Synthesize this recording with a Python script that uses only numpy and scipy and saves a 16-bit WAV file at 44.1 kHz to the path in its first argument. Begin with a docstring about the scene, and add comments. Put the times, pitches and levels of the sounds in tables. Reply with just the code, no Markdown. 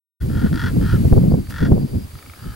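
"""Wind buffets the microphone over a hiss and a thin camera whine, and a far raven trails off.
Three hoarse croaks follow overhead, each a quick run of throat bursts that start as clicks and fill
with voice. The gusts hit harder around a fourth croak; two dry ticks cut in along the way.
As the wind drops, a raven gives a soft knocking rattle, and a far croak ends the scene."""
import sys
import numpy as np
from scipy import signal
from scipy.fft import rfft, irfft, next_fast_len
from scipy.io import wavfile
from scipy.ndimage import map_coordinates

SR = 44100
rng = np.random.default_rng(int(sys.argv[2]) if len(sys.argv) > 2 else 0)


def to_wav(sig):
    """Store sig (one row per channel, or 1-D mono) as 16-bit WAV at the path in sys.argv[1].

    Samples outside -1..1 are clipped; the rate is SR.
    """
    pcm = np.clip(np.atleast_2d(sig), -1, 1) * 32767
    pcm = np.round(pcm).astype(np.int16)
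    wavfile.write(sys.argv[1], SR, pcm.T)  # frames by channels


N = 112454
T = np.arange(N) / SR

# Raven calls, near and far. Each row: start in seconds, level in dB, first burst gap in seconds,
# gap growth per burst in seconds, length in seconds, base pitch in Hz, throat tuning as a ratio,
# roughness 0-1, swell in dB, number of bursts, flutter depth 0-1.
NEAR_CALLS = [(0.298, -39.5, 0.016, .0015, 0.21, 483.6, 0.953, .18, 3.5, 9, 0.79),
              (0.5289, -32, 0.013, .0022, 0.19, 486, 0.983, 0.16, 1, 8, 0.98),
              (0.813, -36, .0117, .0006, .17, 469, 0.932, 0.31, 2.5, 11, 0.48),
              (1.5074, -36, 0.016, .0018, 0.19, 473, 1.005, 0.19, 0.5, 8, .95)]
FAR_CALLS = [(.125, -47, .014, 0.0013, 0.13, 481, 1, 0.58, 0, 5, 0.99),
             (2.347, -49, .0145, 0.00022, 0.26, 440.6, 0.9, 0.32, 0.25, 14, 1)]
def ravens():
    """Hoarse croaks overhead and fainter ones far off."""
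    out = np.zeros(N + SR)
    for start, db, *shape in NEAR_CALLS + FAR_CALLS:
        call = amp(db) * croak(*shape)
        out[round(start * SR):][:len(call)] += call
    return out[:N]


def croak(gap, growth, length, pitch, tuning, rough, swell_db, count, depth):
    """Throat bursts slow down as they fill with voice: each clicks open, buzzes, sags and shuts."""
    longest_gap_s, closed_s, voice_build_s, release_s = .0222, .0035, .068, .037
    sag_s, full_sag, burst_fade_db, rasp_db = .0145, .38, 7.5, 8
    n, k = SR // 3, np.arange(24)
    chance = rng.standard_normal((3, len(k), len(k)))
    air = rng.standard_normal(n)
    gaps = np.minimum(gap + growth * k, longest_gap_s)
    opens = np.append(0, np.cumsum(gaps))[:round(count)]
    spans = np.maximum(np.append(np.diff(opens) - depth * closed_s, length - opens[-1]), closed_s)
    sag = 1 - depth * full_sag * (1 - 1 / (1 + (k / pitch / sag_s) ** 3))  # pitch holds, then drops
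    clicks, buzz = np.zeros(n), np.zeros(n)
    for start, span, jitter, uneven, drift in zip(opens, spans, *chance):
        progress = start / length
        hoarse = rough * (.5 + progress)
        effort = np.sin(np.pi * progress) - 1  # louder and higher in mid-call
        rise = .18 * (start - length / 2)
        hz = pitch * sag * (1 + .037 * effort + rise + .081 * hoarse * (jitter + drift[0]))
        age = np.cumsum(1 / hz) - 1 / hz[0]  # pulse times within the burst
        unfilled = max(1 - start / voice_build_s, 0)
        release = np.clip((length - start - age) / release_s, 0, 1)
        gate = np.clip((span - age) * pitch, 0, 1)
        level_db = 4 * effort + swell_db * progress + 3.9 * hoarse * uneven
        sizes = release * gate * amp(level_db - depth * burst_fade_db * age / span)
        clicks += pulses([start], sizes[:1] * amp(.5 * unfilled - .5), n)
        buzz += pulses(start + age[1:], sizes[1:] * amp(-9 * depth * unfilled), n)
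    rasp = air * np.sqrt(np.abs(signal.lfilter([.02], [1, -.98], buzz ** 2)))  # breath rides the buzz
    clicks = filtered(clicks, lambda hz: amp(3.5 * hz ** 2 / (hz ** 2 + 3200 ** 2)))  # treble lift
    voice = filtered(clicks + buzz + amp(rasp_db) * rough * rasp, lambda hz: throat(hz / tuning))
    return unit(voice) * np.sqrt(length * SR / n)


# The raven's formants. Each row: centre in Hz, width in Hz, gain in dB.
FORMANTS = [(898, 87, -14.5), (1441, 207, 6), (1856, 298, 1), (2674, 160, -14.5), (3393, 200, -10),
            (4400, 690, -14), (5740, 1300, -17.5)]
# The voice's overall tone. Each row: frequency in Hz, gain in dB.
VOICE_EQ = [(300, -25), (800, 9), (1400, 4), (2000, 4.5), (2400, 6.5), (3200, 9), (6000, 1.5), (8000, 7),
            (15000, -20)]
def throat(hz):
    """The resonances of throat and open bill colour the voice."""
    ring = sum((-1) ** k * amp(db) * 1j * hz * width / (centre ** 2 - hz ** 2 + 1j * hz * width)
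               for k, (centre, width, db) in enumerate(FORMANTS))
    return ring * amp(along(VOICE_EQ, hz))


# Throat knocks. Each row: start in seconds, level in dB.
RATTLE_KNOCKS = [(1.4699, -36), (2.1146, -41), (2.1535, -35.5), (2.1886, -32.5), (2.2255, -34),
                 (2.2614, -34), (2.2973, -32), (2.3350, -33)]
# The ring of a knock. Each row: frequency in Hz, gain in dB, seconds to fade by 60 dB.
KNOCK_RING = [(1296, 2.5, 0.014), (1800, 1, 0.0088), (2250, 0.5, 0.012), (3430, 2.5, 0.0041)]
def rattle():
    """The throat knocks once alone, later in a quick run, ringing a little differently each time."""
    out, t = np.zeros(N + SR), np.arange(SR // 20) / SR
    attack = 1 - np.exp(-t / .00097)
    for start, db in RATTLE_KNOCKS:
        ring = sum(amp(gain + rng.normal(0, 2.6) - 60 * t / t60) * np.sin(2 * np.pi * hz * t)
                   for hz, gain, t60 in KNOCK_RING)
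        out[round(start * SR):][:len(t)] += amp(db) * ring * attack
    return out[:N]


# Fader moves for the three layers of wind. Each row: time in seconds, relative level in dB.
RUMBLE_FADER = [(0.2, -25.5), (0.23, -19), (0.34, -26.5), (0.36, -15), (0.38, -23), (0.54, -20),
                (0.57, -32), (0.64, -18), (0.68, -26.5), (0.83, -19.5), (0.92, -20), (0.94, -10.5),
                (0.99, -23), (1.06, -13.5), (1.09, -15), (1.11, -17.5), (1.19, -14), (1.2, -26.5),
                (1.32, -23), (1.34, -15), (1.47, -36.5), (1.49, -30), (1.57, -31.5), (1.64, -18),
                (1.66, -51), (1.72, -18), (1.81, -35), (1.84, -23), (1.88, -48), (1.93, -42), (1.96, -17),
                (2.03, -38), (2.05, -24), (2.08, -49), (2.15, -30.5), (2.21, -55.5), (2.31, -36),
                (2.36, -61), (2.42, -33.5), (2.45, -38), (2.49, -25.5), (2.55, -43.5)]
FLUTTER_FADER = [(0.2, -51), (0.22, -35), (0.45, -32.5), (0.49, -36), (0.53, -28.5), (0.55, -37),
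                 (0.61, -42), (0.64, -31.5), (0.73, -40), (0.77, -34), (0.8, -35), (0.83, -27), (0.87, -57),
                 (0.92, -45), (0.94, -24), (1.04, -34), (1.06, -24), (1.11, -30), (1.13, -9.5), (1.15, -35),
                 (1.17, -16.5), (1.19, -24), (1.3, -24.5), (1.32, -19.5), (1.49, -53), (1.6, -47),
                 (1.61, -21), (1.68, -28), (1.71, -16.5), (1.87, -37.5), (1.89, -39.5), (1.95, -26),
                 (2.02, -50), (2.3, -68), (2.47, -49), (2.55, -55)]
BODY_FADER = [(0.2, -45), (0.23, -27.5), (0.38, -21), (0.4, -31.5), (0.45, -12.5), (0.49, -33), (0.53, -16),
              (0.61, -34), (0.65, -18.5), (0.7, -32.5), (0.77, -16), (0.81, -18), (0.92, -28.5),
              (0.94, -17.5), (1.04, -21), (1.05, -19), (1.1, -23.5), (1.12, -13), (1.19, -18.5),
              (1.25, -14), (1.27, -15), (1.38, -21), (1.48, -45), (1.53, -32.5), (1.59, -47.5),
              (1.62, -16.5), (1.63, -10), (1.65, -23.5), (1.72, -12.5), (1.81, -24.5), (1.85, -18),
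              (1.89, -48), (1.96, -22), (2.08, -47.5), (2.1, -64), (2.16, -41), (2.21, -71), (2.29, -44),
              (2.32, -65), (2.4, -60), (2.46, -29.5), (2.55, -62)]
# The tone of each layer. Each row: frequency in Hz, gain in dB.
RUMBLE_EQ = [(12, -33), (25, -11.5), (50, -3), (90, 4.5), (125, -4.5), (160, -17), (300, -31), (800, -100)]
FLUTTER_EQ = [(150, 8), (300, -5.5), (450, -2.5), (650, -12.5), (900, -22), (1300, -41.5), (2500, -60),
              (6000, -54.5)]
BODY_EQ = [(70, -61), (115, -5.5), (145, 1), (215, -3.5), (280, -8.5), (350, -15), (800, -41), (2000, -110)]
def wind():
    """Gusts on the microphone ports: a deep rumble, a hollow body and a flutter above them."""
    rumble = fader(RUMBLE_FADER, trim_db=-.5) * eddies(RUMBLE_EQ, spread=.17, even_s=.11)
    flicker = amp(4.5 * wobble(70))
    flutter = fader(FLUTTER_FADER, trim_db=1.5) * flicker * eddies(FLUTTER_EQ, spread=.39, even_s=.0083)
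    body = fader(BODY_FADER) * eddies(BODY_EQ, spread=.21, even_s=.09)
    return rumble + body + flutter


# The wind's lead at the left port. Each row: frequency in Hz, phase lead in radians.
LEFT_LEAD = [(40, 0.23), (120, 0.79), (250, 1.38), (450, 1.97), (800, 2.29), (1500, 1.5)]
def eddies(eq, spread, even_s):
    """Turbulence of even strength that reaches the left port first."""
    shared, side = filtered(rng.standard_normal((2, N)), lambda hz: amp(along(eq, hz)))
    pair = np.array([shared + spread * side, shared - spread * side])
    pair = filtered(pair, lambda hz: np.exp(.5j * along(LEFT_LEAD, hz) * np.array([[1], [-1]])))
    power = np.mean(pair ** 2, 0) + pair.mean(0) ** 2
    power = filtered(power, lambda hz: np.exp(-(hz * even_s) ** 2))  # smoothed over time
    pair = pair / np.sqrt(np.abs(power) + .024 * power.mean())
    return pair / pair.mean(0).std()


# Sharp wind hits. 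Each row: time in seconds, level in dB, edge width in seconds.
WIND_HITS = [(0.7674, -17.5, 0.00076), (1.127, -12.5, 0.00034), (1.164, -15, .0008), (1.321, -11, 0.00069),
             (1.3411, -13.5, 0.00062), (1.7202, -5, 0.00086), (1.7318, -14, 0.00066), (1.78, -15, 0.00073)]
def buffets():
    """The hardest eddies hit as single pressure jumps."""
    return sum(amp(db) * np.tanh(2 * (T - at) / width) * np.exp(-((T - at) / .0011) ** 2)
               for at, db, width in WIND_HITS)


# Dry ticks. Each row: time in seconds, relative level in dB.
DRY_TICKS = [(0.56, -24), (1.508, -25.5)]
# Their tone. Each row: frequency in Hz, gain in dB.
TICK_EQ = [(500, -23), (1400, -14), (3000, -8), (4800, 5), (6000, -16), (15000, -18)]
def ticks():
    """Two short, bright spikes of noise."""
    envelope = sum(amp(db - 60 * np.abs(T - at) / .006) for at, db in DRY_TICKS)
    noise = filtered(rng.standard_normal(N), lambda hz: amp(along(TICK_EQ, hz)))
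    return .5 * envelope * unit(noise)


def ground_scatter(x, t60_s=.15):
    """The ground scatters the calls into a short stereo tail."""
    t = np.arange(SR // 2) / SR
    tail = rng.standard_normal((2, len(t))) * amp(-60 * t / t60_s)
    return signal.fftconvolve(x[None], tail / np.linalg.norm(tail[0]), axes=1)[:, :N]


# One fader for hiss and whine. Each row: time in seconds, relative level in dB.
BED_FADER = [(.22, -47.5), (.65, -45.5), (1.04, -43.5), (1.3, -47.5), (1.42, -49.5), (1.485, -50),
             (1.505, -40), (1.53, -47), (1.7, -49.5), (2.55, -48.5)]
# The tone of the hiss. Each row: frequency in Hz, gain in dB.
HISS_EQ = [(200, 16), (700, 10), (1200, 10), (1700, 6.5), (2300, 6.5), (3200, 3.5), (4400, 4), (5250, 1),
           (7500, 0), (10800, 3.5), (13000, -0.5), (15500, -3.5)]
# Its stereo width. Each row: frequency in Hz, angle from mid towards side in radians.
HISS_WIDTH = [(200, 0.3), (1000, 0.86), (3000, 0.69), (7500, 0.49), (10000, 0.42), (12000, 0.045),
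              (15000, .08)]
def hiss_and_whine(hiss_db=3, whine_db=-13, whine_hz=15734):
    """A bed of broad hiss with the camera's thin whine on top."""
    def colour(hz):
        angle = along(HISS_WIDTH, hz)
        return amp(along(HISS_EQ, hz)) * [np.cos(angle), np.sin(angle)]
    mid, side = filtered(rng.standard_normal((2, N)), colour)
    hiss = unit(np.array([mid + side, mid - side]))
    whine = np.sqrt(2) * np.sin(2 * np.pi * whine_hz * T)
    return fader(BED_FADER) * (amp(hiss_db) * hiss + amp(whine_db) * whine)


def shimmer(centre_hz=4730, width_hz=280, wander_hz=92.9, level_db=-57.5):
    """A faint high band in the hiss wavers and flickers."""
    band = filtered(rng.standard_normal((2, N)), lambda hz: np.exp(-((hz - centre_hz) / width_hz) ** 2))
    wander = np.exp(2j * np.pi * np.cumsum(wander_hz * wobble(30)) / SR)
    mid, side = (signal.hilbert(band) * wander).real * amp(2.2 * wobble(35))
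    return amp(level_db) * unit(np.array([mid + .41 * side, mid - .59 * side]))


def amp(db):
    """Decibels to gain."""
    return 10 ** (np.asarray(db) / 20)


def unit(x):
    """Scale to rms 1."""
    return x / np.sqrt(np.mean(x ** 2) + 1e-20)


def along(points, hz):
    """Read (Hz, value) points on a log frequency axis."""
    freqs, values = np.transpose(points)
    return np.interp(np.log(hz + 1), np.log(freqs + 1), values)


def fader(points, trim_db=0):
    """A gain per sample from (seconds, dB) points."""
    times, db = np.transpose(points)
    return amp(np.interp(T, times, db) + trim_db)


def wobble(rate):
    """A smooth random curve, rate knots a second."""
    return map_coordinates(rng.standard_normal(1024), [T * rate], mode="mirror")


def filtered(x, response):
    """Shape x with a complex frequency response."""
    n = x.shape[-1]
    m = next_fast_len(n + 8192)
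    return irfft(rfft(x, m) * response(np.fft.rfftfreq(m, 1 / SR)), m)[..., :n]


def pulses(times, sizes, n):
    """Impulses placed between samples."""
    at = np.asarray(times)[:, None] * SR
    taps = np.floor(at) + np.arange(-7, 9)
    weights = np.sinc(taps - at) * np.sinc((taps - at) / 8) * np.asarray(sizes)[:, None]
    return np.bincount(np.clip(taps, 0, n).astype(int).ravel(), weights.ravel(), n + 1)[:n]


def scene():
    """Birds slightly to the left, wind and hiss all round."""
    birds = ravens() + rattle()
    panned = birds * amp([[1], [-1]])
    echo = amp(-15) * ground_scatter(birds)
    return panned + echo + ticks() + wind() + buffets() + hiss_and_whine() + shimmer()


def record(dry):
    """The microphone opens, overloads softly at full scale and keeps nothing above its band limit."""
    open_s, fade_s, top_hz = .2014, .018, 15950
    x = dry * np.clip((T - open_s) / fade_s, 0, 1)
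    x = x / (1 + x ** 8) ** (1 / 8)
    return filtered(x, lambda hz: hz < top_hz)


dry = scene()
out = record(dry)
to_wav(out)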